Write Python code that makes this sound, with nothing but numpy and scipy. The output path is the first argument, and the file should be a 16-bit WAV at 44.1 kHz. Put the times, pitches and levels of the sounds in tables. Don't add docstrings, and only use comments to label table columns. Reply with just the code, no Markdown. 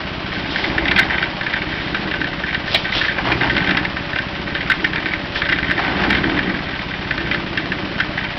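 import sys
import numpy as np
from scipy import signal
from scipy.fft import rfft, irfft
from scipy.io import wavfile
from scipy.ndimage import uniform_filter1d

SR = 44100
rng = np.random.default_rng(int(sys.argv[2]) if len(sys.argv) > 2 else 0)


def put_to_file(sound):
    columns = np.atleast_2d(sound).T
    safe = np.clip(columns, -1, 1)
    whole_steps = np.round(safe * 32767)
    wavfile.write(sys.argv[1], SR, whole_steps.astype(np.int16))


N = 369558
T = np.arange(N) / SR


# (multiple of the crank speed, level/dB before the load adds to it)
FRAME_HUM = [(2, -47), (4, -46.5), (5, -42), (6, -48), (9, -45)]
# (f/Hz, relative level/dB)
VALVE_TONE = [(200, -10.5), (480, -4), (600, 2), (900, 0.5), (1120, 0), (1700, -1), (3100, -2.5),
              (3800, -7), (5300, -14)]
def engine(load_db=-24):
    cycle = firing_count()
    crank = 2 * np.pi * 2 * cycle
    hum = sum(level(np.sin(round(k) * crank + 0.45 * wander(5.2)) * undb(2.0 * wander(7.7)), db)
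              for k, db in FRAME_HUM)
    teeth = 2 * np.pi * 37 * cycle
    whine = level(np.sin(teeth + 1.4 * wander(14)) * undb(2.4 * wander(5.9)), -43.5)
    valves = np.exp(-((cycle - .24) % 1) / 0.56)
    ticks = grains(per_s=5000, spread_db=2) * (.7 + valves)
    clatter = through(level(ticks, -27.5), colour(VALVE_TONE))
    ringing = level(through(rng.standard_normal(N), steel(contact_db=-15.5)), -43.5)
    effort = 1 + landing() / undb(load_db)
    return (exhaust(cycle) + hum) * effort + whine + clatter + ringing


# (f/Hz, width/Hz, relative level/dB)
SILENCER_BOOMS = [(61.5, 72, -9.5), (129.5, 140, 0.5), (197, 40, 5.5), (260, 60, -18)]
def exhaust(cycle, scatter_db=1.0, jitter_s=0.00033, puff_s=0.00089, lead_s=0.0019, echo_s=0.0158):
    firings = T[1:][np.diff(np.floor(cycle)) > 0]
    puffs, t = np.zeros(N), T[:SR // 50]
    for s, (late, size) in zip(firings, rng.standard_normal((len(firings), 2))):
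        puff = -undb(scatter_db * size) * t * np.exp(-t / puff_s)
        start = s - lead_s + jitter_s * late
        add(puffs, start, puff)
        add(puffs, start + echo_s, undb(-11) * puff)
    boom = sum(undb(db) * signal.lfilter(*signal.iirpeak(hz, hz / width, fs=SR), puffs)
               for hz, width, db in SILENCER_BOOMS)
    return level(boom, -33.5)


# (t/s, f/Hz)
FIRING_RATE = [(0, 15.5), (.6, 15.41), (1.2, 15.34), (1.8, 15.62), (2.39, 15.34), (2.99, 15.43),
               (3.59, 15.3), (4.19, 15.44), (4.79, 15.43), (5.39, 15.5), (5.99, 15.22), (6.58, 15.47)]
def firing_count():
    rate_hz = np.interp(T, *np.transpose(FIRING_RATE))
    return .18 + np.cumsum(rate_hz) / SR


# (loudest t/s, level/dB, favoured f/Hz)
TOOTH_BLOWS = [(0.5617, -17.5, 1940), (0.643, -17.5, 2040), (0.7828, -14.0, 1957), (0.8557, -18, 1920),
               (0.8832, -14, 2250), (0.9155, -12.5, 2130), (0.9647, -13.0, 2280), (0.98, -15.0, 2300),
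               (0.991, -9.5, 2000), (0.997, -12.0, 2050), (1.1069, -18.5, 1940), (1.2283, -15.0, 1590),
               (1.413, -19.5, 1720), (1.4676, -18.5, 1850), (1.5387, -15, 1650), (1.9492, -16.5, 1800),
               (2.1153, -19.0, 1800), (2.14, -20, 1680), (2.217, -19.5, 1800), (2.2446, -19.0, 1630),
               (2.439, -19, 1680), (2.548, -15.5, 1970), (2.6805, -21.0, 1900), (2.9255, -17.5, 1950),
               (3.0159, -14.5, 1830), (3.0496, -20, 2040), (3.0845, -16, 1770), (3.1862, -19, 1740),
               (3.3211, -14, 2300), (3.4127, -17.0, 1700), (3.435, -17.5, 2030), (3.4998, -16.0, 1940),
               (3.567, -17, 2270), (3.581, -17.5, 2100), (3.6757, -17.0, 1900), (3.6942, -17, 1870),
               (3.7107, -15.5, 1960), (3.7734, -13.5, 1730), (3.8528, -16.5, 1810), (3.9705, -21.5, 1830),
               (4.1332, -20.5, 1830), (4.1625, -18.0, 2210), (4.1887, -16.0, 1820), (4.5526, -17.5, 1800),
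               (4.7027, -11.0, 1610), (4.7199, -11.5, 2110), (4.848, -11, 1960), (4.935, -20.5, 1750),
               (4.9607, -19, 1900), (5.0599, -18.5, 1930), (5.138, -17.0, 1970), (5.36, -18.5, 1990),
               (5.4211, -15.0, 1600), (5.4918, -16.5, 1790), (5.4996, -17.5, 2050), (5.5267, -12.5, 1835),
               (5.5888, -17.5, 1770), (5.6311, -19.0, 2000), (5.7013, -19, 1740), (5.713, -13.0, 1670),
               (5.7815, -18, 1780), (6.0387, -16, 1730), (6.1056, -12.5, 2230), (6.1305, -17, 1820),
               (6.1515, -16, 2220), (6.3912, -17.0, 1770), (7.1112, -15.0, 1870), (7.1807, -19.5, 1770),
               (7.3153, -15.5, 2070), (7.3471, -16.5, 1930), (7.5768, -15.5, 1910), (7.7214, -17, 1940),
               (8.004, -13.0, 1810)]
def clanks(grind_s=.0022, lead_s=0.001005, settle_s=0.042, settle_db=-14, treble_hz=2700):
    out, t, drum = np.zeros(N), T[:SR // 7], steel(contact_db=3.5)
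    treble_filter = signal.butter(2, treble_hz, "high", fs=SR, output="sos")
    for s, db, hz in TOOTH_BLOWS:
        harder_db = db + 18
        rise_s = grind_s * np.exp(0.0924 * harder_db)
        grind = (t / rise_s * np.exp(1 - t / rise_s)) ** 2
        buzz = undb(settle_db) * np.exp(-t / settle_s)
        blow = through((grind + buzz) * rng.standard_normal(len(t)), drum)
        spot = signal.lfilter(*signal.iirpeak(hz, Q=5.4, fs=SR), blow)
        bright_db = 0.5 + 0.22 * harder_db + 4 * np.log2(hz / 1850)
        treble = signal.sosfiltfilt(treble_filter, blow)
        blow = blow + 1.8 * spot + (undb(bright_db) - 1) * treble
        strength = np.std(blow[:SR // 83])
        add(out, s - rise_s - lead_s, blow * undb(db) / strength)
    return out


# (start t/s, length/s, level/dB)
CHATTER_BURSTS = [(0.283, 0.086, -28), (0.536, 0.11, -28), (0.972, 0.283, -23.5), (1.433, 0.21, -25.5),
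                  (1.707, 0.2, -27.5), (2.05, 0.23, -29.5), (2.458, 0.1, -25), (2.832, .29, -25),
                  (3.394, 0.37, -24.5), (4.54, 0.2, -25.5), (4.92, .2, -29), (5.426, 1.11, -26),
                  (6.63, 0.3, -31.5), (7.2, 0.26, -27), (8.162, .11, -24)]
def chatter(scrape_s=.002, jolt_db=1.5, rise_s=0.011, fade_s=0.023, steady_db=-35):
    jolt = undb(jolt_db * np.cos(2 * np.pi * (firing_count() - 0.11)))
    taps = np.abs(grains(per_s=200, spread_db=4.0)) * jolt
    scrapes = through(taps, np.exp(-T[:SR // 20] / scrape_s)) * rng.standard_normal(N)
    rattle = level(through(scrapes, steel(contact_db=-25.5)))
    bursts, t = np.zeros(N), T[:SR * 2]
    for s, length, db in CHATTER_BURSTS:
        rise = np.minimum(t / rise_s, 1)
        fade = np.exp(-np.maximum(t - length, 0) / fade_s)
        add(bursts, s, undb(db) * rise * fade)
    return rattle * np.hypot(bursts, undb(steady_db))


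# (f/Hz, relative level/dB, time to fade by 60 dB/s)
STEEL_NOTES = [(570, -22, .16), (904, -20, .1), (1248, -21, .13), (1537, -4, .075), (1610, -3, .035),
               (1705, -2, .028), (1841, -3, .05), (1970, 0, .028), (2142, -6, .035), (2272, -7, .06),
               (2420, -10, .055), (2659, -12, .05), (2835, -17, .085), (3090, -6, .028), (3283, -17, .06),
               (3531, -12, .03), (3755, -16, .05), (4231, -17, .028)]
# (f/Hz, relative level/dB)
CRACK_TONE = [(200, -32.5), (1100, -5.5), (1400, 4), (1580, 8.5), (2200, 0), (2600, 2), (3700, -2),
              (5500, -15.5)]
def steel(contact_db):
    t = T[:SR // 5]
    ring = sum((-1) ** k * undb(db) * np.sin(2 * np.pi * hz * t) * np.exp(-np.log(1000) * t / fade_s)
               for k, (hz, db, fade_s) in enumerate(STEEL_NOTES))
    crack = colour(CRACK_TONE)
    return ring / np.linalg.norm(ring) + undb(contact_db) * np.pad(crack, (0, len(t) - len(crack)))


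# (start t/s, length/s, thump level/dB, rumble level/dB)
LANDINGS = [(.62, 0.58, -35.5, -34), (3.24, 0.5, -36, -31.5), (5.376, 0.42, -38, -35),
            (5.865, 0.64, -35, -26), (7.095, 0.27, -40, -33.5)]
# (f/Hz, relative level/dB)
RUMBLE_TONE = [(40, -17.5), (140, -4), (192, 2), (235, -3.5), (315, 4.5), (390, -2.5), (470, -11.5),
               (900, -40)]
def rumble(turn_s=2.8, first_lift_s=0.65, rolling_db=-31.5, lift_db=2.5, roll_on_s=0.086):
    lift = np.cos(2 * np.pi * 2 * (T - first_lift_s) / turn_s)
    rolls = [(s, length + roll_on_s, db) for s, length, _, db in LANDINGS]
    loudness = undb(rolling_db + lift_db * lift) + swells(rolls, skew=0.79, fullness=0.48)
    return through(grains(per_s=1400, spread_db=1.5), colour(RUMBLE_TONE)) * loudness


def landing():
    return swells([(s, length, db) for s, length, db, _ in LANDINGS])


# (f/Hz, relative level/dB)
THUMP_TONE = [(25, -13.5), (65, 14.5), (130, -8), (600, -43.5)]
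def thumps():
    return through(grains(per_s=530, spread_db=2.5), colour(THUMP_TONE)) * landing()


# (start t/s, length/s, level/dB)
SPILLS = [(.52, 0.98, -26.5), (1.95, 0.17, -29.5), (3.16, 0.089, -23), (3.24, 0.14, -18.5),
          (3.4, 0.11, -19), (3.5, 0.44, -26), (5.75, 0.25, -28), (5.8, 0.92, -26.5), (5.97, 0.12, -23)]
# (f/Hz, relative level/dB)
WET_TONE = [(250, -24), (780, -2), (1200, -8), (2000, -6.5), (5000, -27.5)]
def slops():
    return through(grains(per_s=1800, spread_db=1.0), colour(WET_TONE)) * swells(SPILLS)


# (start t/s, length/s, level/dB before the flicker)
GRAVEL_SLIDES = [(.25, 0.59, -31), (.5, 0.27, -31), (1.6, 0.61, -33.5), (2.66, 0.27, -24),
                 (2.89, 0.23, -22.5), (3.05, 0.9, -32.5), (5.33, 0.085, -24.5), (5.7, 0.7, -31)]
# (f/Hz, relative level/dB)
GRAVEL_TONE = [(1000, -4.5), (2200, -5.5), (3200, 2), (5500, -10)]
def gravel():
    stones = through(grains(per_s=2200, spread_db=3.5), colour(GRAVEL_TONE))
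    flicker = undb(2.9 * wander(35))
    return stones * flicker * swells(GRAVEL_SLIDES)


# (t/s, peak level/dB, stoniness from 0 to 1)
LUMP_HITS = [(2.742, 1, 0.87), (5.789, -6.5, 0.03)]
# (f/Hz, relative level/dB)
CRASH_TONE = [(90, -24), (350, 6), (460, -1.5), (730, 1.5), (1600, -23), (2200, -10), (3600, 4),
              (5500, -14)]
def knocks(rise_s=0.0065, ring_db=1, treble_hz=2700):
    out, t = np.zeros(N), T[:SR // 5]
    push = t / rise_s * np.exp(1 - t / rise_s)
    treble_filter = signal.butter(4, treble_hz, "high", fs=SR, output="sos")
    ring = signal.sosfilt(treble_filter, steel(contact_db=-19))
    ring /= np.linalg.norm(ring)
    for s, db, stony in LUMP_HITS:
        stones = push * rng.standard_normal(len(t))
        lump = (1 - stony) * colour(WET_TONE) + stony * colour(CRASH_TONE)
        blow = through(stones, lump) + stony * undb(ring_db) * through(stones, ring)
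        add(out, s, blow * undb(db) / np.abs(blow).max())
    return out


# (start t/s, length/s, multiple of the crank speed, level/dB)
SHELL_DRONES = [(0.67, .6, 2, -39), (3.2, 0.55, 2, -38), (3.244, 0.36, 4, -30.5), (3.584, 0.34, 6, -29.5),
                (6.275, .3, 6, -31)]
def shell():
    crank = 2 * np.pi * 2 * firing_count()
    return sum(np.sqrt(2) * np.sin(round(k) * crank) * swells([(s, length, db)])
               for s, length, k, db in SHELL_DRONES)


# (f/Hz, relative level/dB)
AIR_TONE = [(20, -13.5), (45, -5), (100, -6.5), (1000, -38.5)]
def air():
    return level(through(rng.standard_normal(N), colour(AIR_TONE)), -39.5)


def undb(db):
    return 10 ** (np.asarray(db) / 20)


def level(x, db=0):
    return x * undb(db) / np.sqrt(np.mean(x ** 2))


def swells(rows, skew=0.7, fullness=0.93):
    out = np.zeros(N)
    for s, length, db in rows:
        progress = np.linspace(0, 1, int(length * SR))
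        add(out, s, undb(db) * np.abs(np.sin(np.pi * progress ** skew)) ** fullness)
    return out


def through(x, response):
    return signal.oaconvolve(x, response)[:len(x)]


def colour(points, size=4096):
    hz, db = np.transpose(points)
    grid_hz = np.arange(size // 2 + 1) * SR / size + 1
    gain = undb(np.interp(np.log(grid_hz), np.log(hz), db))
    cepstrum = irfft(np.log(gain))
    cepstrum[1:size // 2] *= 2
    cepstrum[size // 2 + 1:] = 0
    response = irfft(np.exp(rfft(cepstrum)))
    return response / np.linalg.norm(response)


def wander(per_s):
    hold = int(SR / per_s)
    steps = np.repeat(rng.standard_normal(N // hold + 1), hold)[:N]
    return level(uniform_filter1d(uniform_filter1d(steps, hold), hold))


def grains(per_s, spread_db):
    chance, size, sign = rng.random(N), rng.standard_normal(N), rng.choice([-1, 1], N)
    return level((chance < per_s / SR) * sign * undb(spread_db * np.minimum(size, 2)))


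def add(track, s, sound):
    start = max(int(s * SR), 0)
    track[start:start + len(sound)] += sound[:max(N - start, 0)]


def scene():
    machine = engine() + shell() + chatter()
    concrete = rumble() + thumps() + slops() + gravel() + knocks()
    return (machine + concrete + clanks() + air())[None]


def record(dry, mic_limit=.8, band_hz=5600, overload=.72, top_hz=15800):
    limited = np.clip(dry, -mic_limit, mic_limit)
    treble_cut = signal.firwin(121, band_hz, window=("kaiser", 8), fs=SR)
    dulled = signal.fftconvolve(limited, treble_cut[None], "same")
    clipped = np.clip(dulled, -overload, overload)
    return signal.sosfilt(signal.ellip(8, .2, 70, top_hz, fs=SR, output="sos"), clipped)


dry = scene()
out = record(dry)
put_to_file(out)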